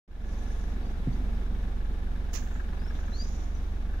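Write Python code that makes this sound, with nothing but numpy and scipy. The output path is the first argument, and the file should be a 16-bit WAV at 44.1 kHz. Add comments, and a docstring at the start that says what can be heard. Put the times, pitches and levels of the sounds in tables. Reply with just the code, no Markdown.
"""At the edge of a forest, a three-cylinder diesel engine idles at about 23 firings a second.
Its exhaust booms and chuffs, its body drones, and the firings make the metal clatter and ring.
A dull thump sounds close by, something rustles and brushes against the right microphone,
and a bird gives two rising whistles with a short echo. Behind it all lies a soft outdoor hiss,
with a faint shimmer, ticks, peeps and far-off tones."""
import sys
import numpy as np
from scipy import signal
from scipy.fft import rfft, irfft
from scipy.io import wavfile

SR = 44100
rng = np.random.default_rng(int(sys.argv[2]) if len(sys.argv) > 2 else 0)


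def bounce(signal):
    """Save signal as a 16-bit WAV file at the path given by the first command-line argument."""
    frames = np.transpose(np.atleast_2d(signal))
    limited = np.clip(frames, -1, 1)
    pcm = np.round(limited * 32767).astype(np.int16)
    wavfile.write(sys.argv[1], SR, pcm)


N = 176400
T = np.arange(N) / SR
HZ = np.fft.rfftfreq(N, 1 / SR)


def amp(db):
    """Turn decibels into a gain."""
    return 10 ** (np.asarray(db) / 20)


def curve(table, column=1):
    """Join the points of a time table: one value for every sample."""
    rows = np.array(table)
    return np.interp(T, rows[:, 0], rows[:, column])


def spectrum(table, column=1):
    """Join the points of a frequency table: one value for every frequency."""
    rows = np.array(table)
    return np.interp(np.log(HZ + 1), np.log(rows[:, 0]), rows[:, column])


def wander(hz):
    """A random wobble of size one; a higher hz makes it quicker."""
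    a, b = rng.standard_normal((2, 4000))
    x = irfft((a + 1j * b) * np.exp(-(HZ[:len(a)] / hz) ** 2), N)
    return (x - x.mean()) / x.std()


def ripple(width_hz):
    """Random bumps and dips along frequency, like many narrow resonances."""
    knots = np.arange(0, SR / 2 + width_hz, width_hz)
    return np.interp(HZ, knots, rng.standard_normal(len(knots)))


def resonances(table, width_hz):
    """Narrow peaks that lift chosen pitches, in dB."""
    return sum(db * np.exp(-((HZ - hz) / width_hz) ** 2) for hz, db in table)


# How alike left and right are: f/Hz, likeness (1 = the same)
LIKENESS = [(30, 0.71), (60, 0.68), (150, 0.96), (300, 0.66), (600, 0.58), (1200, 0.0016), (16000, 0)]
def noise(density_db):
    """Stereo noise shaped by a level in dB per Hz, alike in both ears in the bass."""
    a, b = rfft(rng.standard_normal((2, N)))
    same = spectrum(LIKENESS)
    mid, side = a * np.sqrt((1 + same) / 2), b * np.sqrt((1 - same) / 2)
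    return irfft(np.array([mid + side, mid - side]) * amp(density_db), N) * np.sqrt(SR / 2)


def swell(start, rise, hold, decay):
    """A level that rises, holds and dies away (times in seconds)."""
    return np.clip((T - start) / rise, 0, 1) * np.exp(-np.maximum(T - start - rise - hold, 0) / decay)


def burst(start, db, hz, octaves, decay, rise=.0013):
    """A short burst of noise around one pitch."""
    band = noise(-10 * np.log10(1 + (np.log2((HZ + 1) / hz) / octaves) ** 6))
    return amp(db) * band / band.std() * swell(start, rise, 0, decay)


# Engine speed: t/s, firing rate/Hz
SPEED = [(0, 23.01), (1.75, 23.01), (2.35, 22.64), (2.86, 22.95), (3.12, 23.03), (3.42, 23.53),
         (3.87, 23.02)]
def engine():
    """One speed drives the engine's sounds; the count of firings goes up by one at each firing."""
    firings = np.cumsum(curve(SPEED)) / SR
    firings -= np.interp(.1117, T, firings)  # a firing falls at this time
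    tones = np.sqrt(2) * (exhaust_boom(firings) + body_drone(firings)) * amp([[-.9], [.9]])
    return tones + chuff(firings) + clatter(firings) + metal_ring(firings)


# Exhaust tones: t/s, then level/dB at 1, 2 and 3 times the firing rate
BOOM = [(.3, -33.5, -35, -41), (.64, -33, -33, -39), (.99, -33.5, -36, -41), (1.2, -31, -31.5, -37.5),
        (1.8, -31.5, -32, -39.5), (2.05, -31.5, -33.5, -38.5), (2.4, -33, -35, -38), (4, -32.5, -33.5, -38)]
def exhaust_boom(firings):
    """Exhaust pulses make three low tones, each shifted in time by the pipe's resonance."""
    pipe_hz, pipe_q, lead_firings = 65.5, 4.5, .18
    out = 0
    for k in (1, 2, 3):
        ratio = k * curve(SPEED) / pipe_hz
        pipe_lag = np.arctan(pipe_q * (ratio - 1 / ratio))
        out += amp(curve(BOOM, k)) * np.cos(2 * np.pi * k * (firings + lead_firings) - pipe_lag)
    return out


# Tones of the engine body: multiple of the full cycle rate (a cycle is three firings), level/dB
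DRONE = [(11, -61.5), (12, -53.5), (13, -64.5), (15, -59.5), (18, -60), (21, -57.5), (22, -63), (23, -60.5),
         (24, -56), (25, -62.5), (26, -60), (28, -62), (29, -58), (30, -57.5), (32, -62), (33, -61.5),
         (39, -62), (42, -69), (45, -66.5), (47, -68), (48, -65.5), (50, -69), (51, -64.5), (72, -65.5),
         (91, -69.5), (111, -69.5)]
# Rise and fall of the drone: t/s, level/dB
DRONE_LEVEL = [(0, -1), (.7, 1.5), (1.3, 2), (1.8, 1), (2.2, -1), (3.1, -0.6), (4, -2)]
def body_drone(firings):
    """The body hums with a limp: one cylinder leads the low tones, another the high ones."""
    cylinders, whine_db = 3, -61
    out, lag, previous = 0, 0, 0
    for multiple, db in DRONE:
        k = multiple / cylinders  # vibrations per firing
        cylinder = 2 if k < 13.5 else 0
        lag += (k - previous) * rng.uniform(.151, .5187)  # swells in this part of a firing
        previous = k
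        waver = 1 + .17 * (wander(hz=5.3) + 1j * wander(hz=3.9))  # in level and phase
        cycles = k * (firings - cylinder) - lag + .13 * rng.standard_normal()
        out += amp(db) * (waver * np.exp(2j * np.pi * cycles)).real
    whine = amp(whine_db) * np.sin(2 * np.pi * 19.5 * firings + .5 * wander(hz=4.5))
    return (out + whine) * amp(curve(DRONE_LEVEL))


# Noise of the firings: f/Hz, level/dB per Hz
CHUFF = [(20, -62.5), (70, -66.5), (120, -76.5), (220, -70.5), (300, -79.5), (400, -81), (600, -86.5),
         (780, -78.5), (1000, -93), (1400, -90.5), (2400, -97.5), (3800, -100.5), (5500, -116),
         (16000, -135)]
def chuff(firings):
    """A puff of noise swells once in every firing."""
    puff_db = 2.5 * (np.cos(2 * np.pi * (firings - .31)) - 1)
    colour = spectrum(CHUFF) + 1.67 * ripple(width_hz=45)
    return noise(colour) * amp(.5 * curve(DRONE_LEVEL) + puff_db)


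# Noise of the tapped engine block: f/Hz, level/dB per Hz
CLATTER = [(300, -110), (750, -90.5), (1100, -93.5), (1400, -92), (1580, -86), (1720, -83.5), (1900, -104),
           (2400, -99), (3500, -103), (7000, -125)]
# Taps in one firing: t/s from the firing, level/dB
CLATTER_TAPS = [(-.0015, -1), (.0045, -1.5), (.02, -5)]
# Rise and fall of the clatter: t/s, level/dB
CLATTER_LEVEL = [(0, -1), (1.2, -1), (2.25, 2), (2.45, 3), (3.05, 3.5), (3.4, -6.5), (3.7, -1.5), (4, 1)]
def clatter(firings):
    """Each firing taps the engine block three times, and each tap dies away fast."""
    decay_s = .0066
    firing_times = T[1:][np.diff(np.floor(firings)) > 0]
    taps = np.zeros(N)
    for delay, db in CLATTER_TAPS:
        at = np.clip(((firing_times + delay) * SR).astype(int), 0, N - 1)
        taps[at] += amp(db + rng.standard_normal(len(at)))
    tails = signal.lfilter([1], [1, -np.exp(-1 / (decay_s * SR))], taps)
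    level = tails / np.sqrt(np.mean(tails ** 2)) * amp(curve(CLATTER_LEVEL))
    return noise(spectrum(CLATTER) + 1.2 * ripple(width_hz=70)) * level * amp([[1], [-1.2]])


# Thin metal ring: t/s, level/dB
RING_LEVEL = [(0, -62.5), (.65, -60), (.9, -69), (2, -66), (3.2, -67.5), (4, -75)]
def metal_ring(firings, hz=1702):
    """A thin engine part rings, pushed again by each firing."""
    pulse = 1 + .58 * np.cos(2 * np.pi * (firings - .1))
    tones = np.array([np.sin(2 * np.pi * hz * T + .88 * wander(hz=25)) for _ in range(2)])
    return amp(curve(RING_LEVEL)) * pulse * tones


# Outdoor hiss: f/Hz, left level/dB per Hz, right level/dB per Hz
AIR = [(20, -66, -70), (212, -75.5, -74), (506, -82.5, -88), (835, -86.5, -85.5), (1140, -87, -86),
       (1700, -90.5, -100), (2210, -92, -91), (2940, -97.5, -98), (3660, -93, -96.5), (4340, -101, -103),
       (5170, -103, -103), (6630, -109, -99), (7080, -111, -107), (7900, -105, -126), (9940, -111, -119),
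       (11340, -105, -117), (12400, -112, -115), (15400, -115, -112)]
# Rise and fall of the hiss: t/s, level/dB
AIR_LEVEL = [(0, -0.5), (.55, 1.5), (.9, 1), (1.25, 1.5), (2.1, -0.5), (3, 1), (4, 0)]
def air():
    """A soft, even outdoor hiss."""
    colour = np.array([spectrum(AIR, 1), spectrum(AIR, 2)]) + 1.4 * ripple(width_hz=80)
    return noise(colour) * amp(curve(AIR_LEVEL) + .48 * wander(hz=13))


def strokes(colour, table, treble_hz=7600):
    """One swell of rubbing noise for each row, with its own level and treble."""
    return sum(noise(colour + db + treble_db * (HZ > treble_hz)) * swell(*timing)
               for *timing, db, treble_db in table)


# Each rustle: t/s, rise/s, hold/s, decay/s, level/dB, treble/dB
RUSTLES = [(0.17, 0.13, 0.42, 0.036, -5.5, -11), (.83, .04, .04, .04, -11, -3),
           (1.114, 0.014, 0.013, 0.027, -5, -9), (2.924, 0.027, 0.096, 0.12, -5.5, -2),
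           (3.093, 0.1, 0.1, .19, 4, -3)]
# Rustling noise: f/Hz, level/dB per Hz
RUSTLE_COLOUR = [(1500, -120), (3500, -100), (4800, -97.5), (5500, -93), (6100, -93), (6800, -91),
                 (7350, -106), (8200, -120), (9500, -110), (12000, -111), (15500, -111)]
# Thin ringing in the rustle: f/Hz, lift/dB
RUSTLE_PEAKS = [(5620, 5), (5740, 11), (5935, 5), (6080, 7), (6240, 12), (6590, 9.5), (6710, 4),
                (6820, 8.5)]
def rustles():
    """Faint, fluttering rustles at the right microphone."""
    colour = spectrum(RUSTLE_COLOUR) + resonances(RUSTLE_PEAKS, width_hz=31) + 1.5 * ripple(width_hz=100)
    return strokes(colour, RUSTLES) * amp(2 * wander(hz=60)) * amp([[-22], [0]])


# High hiss: f/Hz, level/dB per Hz
SHIMMER = [(3500, -125), (5500, -107), (7000, -111), (8500, -111), (11000, -112), (13000, -123)]
# Tinkling pitches: f/Hz, lift/dB
SHIMMER_PEAKS = [(5070, 11), (6300, 16), (8100, 11), (8860, 9), (9080, 12), (10890, 8), (11220, 8)]
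def shimmer():
    """A thin, tinkling hiss on the left, early on."""
    colour = spectrum(SHIMMER) + resonances(SHIMMER_PEAKS, width_hz=50) + 2.5 * ripple(width_hz=100)
    level = amp(2.5 * wander(hz=18)) * swell(start=.22, rise=.16, hold=.27, decay=.05)
    return noise(colour) * level * [[1], [0]]


# Bird peeps: t/s, level/dB, f/Hz
PEEPS = [(.815, -66, 4500), (.85, -65, 4680), (3.54, -61.5, 5940)]
def peeps():
    """A bird peeps faintly, far away."""
    return sum(burst(*row, octaves=.02, decay=.018, rise=.015) for row in PEEPS)


def forest_echo(call, echo_db=-8.5, t60_s=.28):
    """The forest adds a short echo to a call; it falls 60 dB in t60_s."""
    tail = rng.standard_normal((2, SR)) * amp(-60 * T[:SR] / t60_s)
    tail /= np.linalg.norm(tail[0])
    return call + amp(echo_db) * signal.fftconvolve(call, tail, axes=1)[:, :N]


# Tones of the thump: f/Hz, level/dB, time to fall 60 dB/s, delay/s
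THUMP_TONES = [(122, -20, .12, 0.0058), (187, -23.5, 0.084, 0.002), (244.6, -18, 0.063, 0.00162)]
def thump(start_s=1.0705, rise_s=.0028):
    """A soft blow sets three low tones ringing, and a brief rub follows."""
    out = np.zeros(N)
    for hz, db, t60, delay in THUMP_TONES:
        age = np.maximum(T - start_s - delay, 0)
        out += amp(db - 60 * age / t60) * np.minimum(age / rise_s, 1) * np.sin(2 * np.pi * hz * age)
    rub = burst(start=1.1, db=-41, hz=222, octaves=.3, decay=.17, rise=.01)
    return out * amp([[-.6], [.6]]) + rub


# Small ticks: t/s, level/dB, f/Hz, width/octaves
TICKS = [(2.951, -49, 3500, .2), (1.128, -56, 4600, .05)]
def ticks():
    """Two small, high ticks, louder on the right."""
    return sum(burst(*row, decay=.015) for row in TICKS) * amp([[-6], [0]])


# Each brush: t/s, rise/s, hold/s, decay/s, level/dB, treble/dB
BRUSHES = [(2.329, 0.008, 0.007, 0.024, -2, 5), (2.349, 0.0084, 0.0069, 0.021, 0.5, -9),
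           (2.297, 0.083, .02, 0.1, -18.5, 6)]
# Brushing noise: f/Hz, level/dB per Hz
BRUSH_COLOUR = [(300, -77), (1000, -77.5), (2200, -75), (3200, -79.5), (4500, -77), (5500, -73),
                (6400, -65), (7000, -73), (7700, -82.5), (8500, -102), (9700, -87), (11500, -91.5),
                (14000, -89), (15500, -82)]
# Ringing under the brushes: f/Hz, level/dB per Hz
BRUSH_RING = [(5000, -125), (6100, -100), (6600, -94), (7100, -95), (7600, -99), (8300, -122)]
def brushes():
    """Something brushes the right microphone, and the grainy rubbing keeps a high ring going."""
    rubbing = strokes(spectrum(BRUSH_COLOUR) + 2 * ripple(width_hz=90), BRUSHES)
    ring = noise(spectrum(BRUSH_RING) + 3.5 * ripple(width_hz=60))
    ring *= swell(start=2.312, rise=.023, hold=.24, decay=.05)
    grain = amp(1.2 * wander(hz=250))
    return (rubbing + ring) * grain * amp([[-38], [0]])


# Engine knocks: t/s, level/dB, f/Hz
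KNOCKS = [(2.466, -50, 1580), (2.511, -51.5, 1650), (2.554, -46, 1580), (2.597, -42, 1540),
          (2.731, -48, 1050), (2.86, -54, 1470), (2.99, -45.5, 1550), (3.081, -46, 1300),
          (3.893, -53, 1520), (3.938, -52, 1560)]
def knocks():
    """Now and then the fuel burns with a harder bang, and the engine knocks."""
    return sum(burst(*row, octaves=.19, decay=.014) for row in KNOCKS)


# Each whistle: a list of points (t/s, f/Hz, level/dB), then left minus right/dB
WHISTLES = [([(2.775, 4520, -80), (2.802, 4830, -61.5), (2.819, 4950, -77), (2.83, 5090, -65),
            (2.854, 5230, -63), (2.865, 5300, -76), (2.883, 5490, -55.5), (2.906, 5560, -73)], -6),
            ([(3.118, 3860, -66), (3.138, 4070, -47), (3.16, 4350, -53), (3.178, 4500, -59),
            (3.203, 4700, -44), (3.22, 4800, -44.5), (3.243, 4960, -56), (3.262, 5040, -66)], 2)]
def whistles():
    """A bird whistles two pure notes, each swelling a few times as it rises."""
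    out = 0
    for points, pan_db in WHISTLES:
        hz = curve(points, 1) * (1 + .005 * wander(hz=120))
        start, end = points[0][0], points[-1][0]
        sounding = np.clip(np.minimum(T - start, end - T) / .003, 0, 1)
        level = amp(curve(points, 2) + 1.5 * wander(hz=70)) * sounding
        tone = np.sqrt(2) * np.sin(2 * np.pi * np.cumsum(hz) / SR)
        out += level * tone * amp([[pan_db / 2], [-pan_db / 2]])
    return out


# Far-off tones: t/s, level/dB, f/Hz
FAR_TONES = [(3.37, -59, 1190), (3.88, -54, 1525)]
def far_tones():
    """Two soft tones barely rise out of the background."""
    return sum(burst(*row, octaves=.023, decay=.071, rise=.057) for row in FAR_TONES)


def scene():
    """Add up the engine, the background, the close noises and the bird."""
    diesel = engine() + knocks()
    background = air() + shimmer() + far_tones()
    close = rustles() + thump() + ticks() + brushes()
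    return diesel + background + close + forest_echo(peeps() + whistles())


# Opening fade: t/s, level/dB
FADE_IN = [(.078, -18), (.11, -10.5), (.16, -7.5), (.24, -3), (.33, -0.5)]
def record(dry, start_s=.077, cutoff_hz=15750):
    """Fade in after a moment of silence and cut the very highest treble."""
    faded = dry * amp(curve(FADE_IN)) * np.clip((T - start_s) / .0022, 0, 1)
    lowpass = signal.firwin(511, cutoff_hz, window=("kaiser", 9), fs=SR)
    return signal.oaconvolve(faded, lowpass[None], "same")


dry = scene()
out = record(dry)
bounce(out)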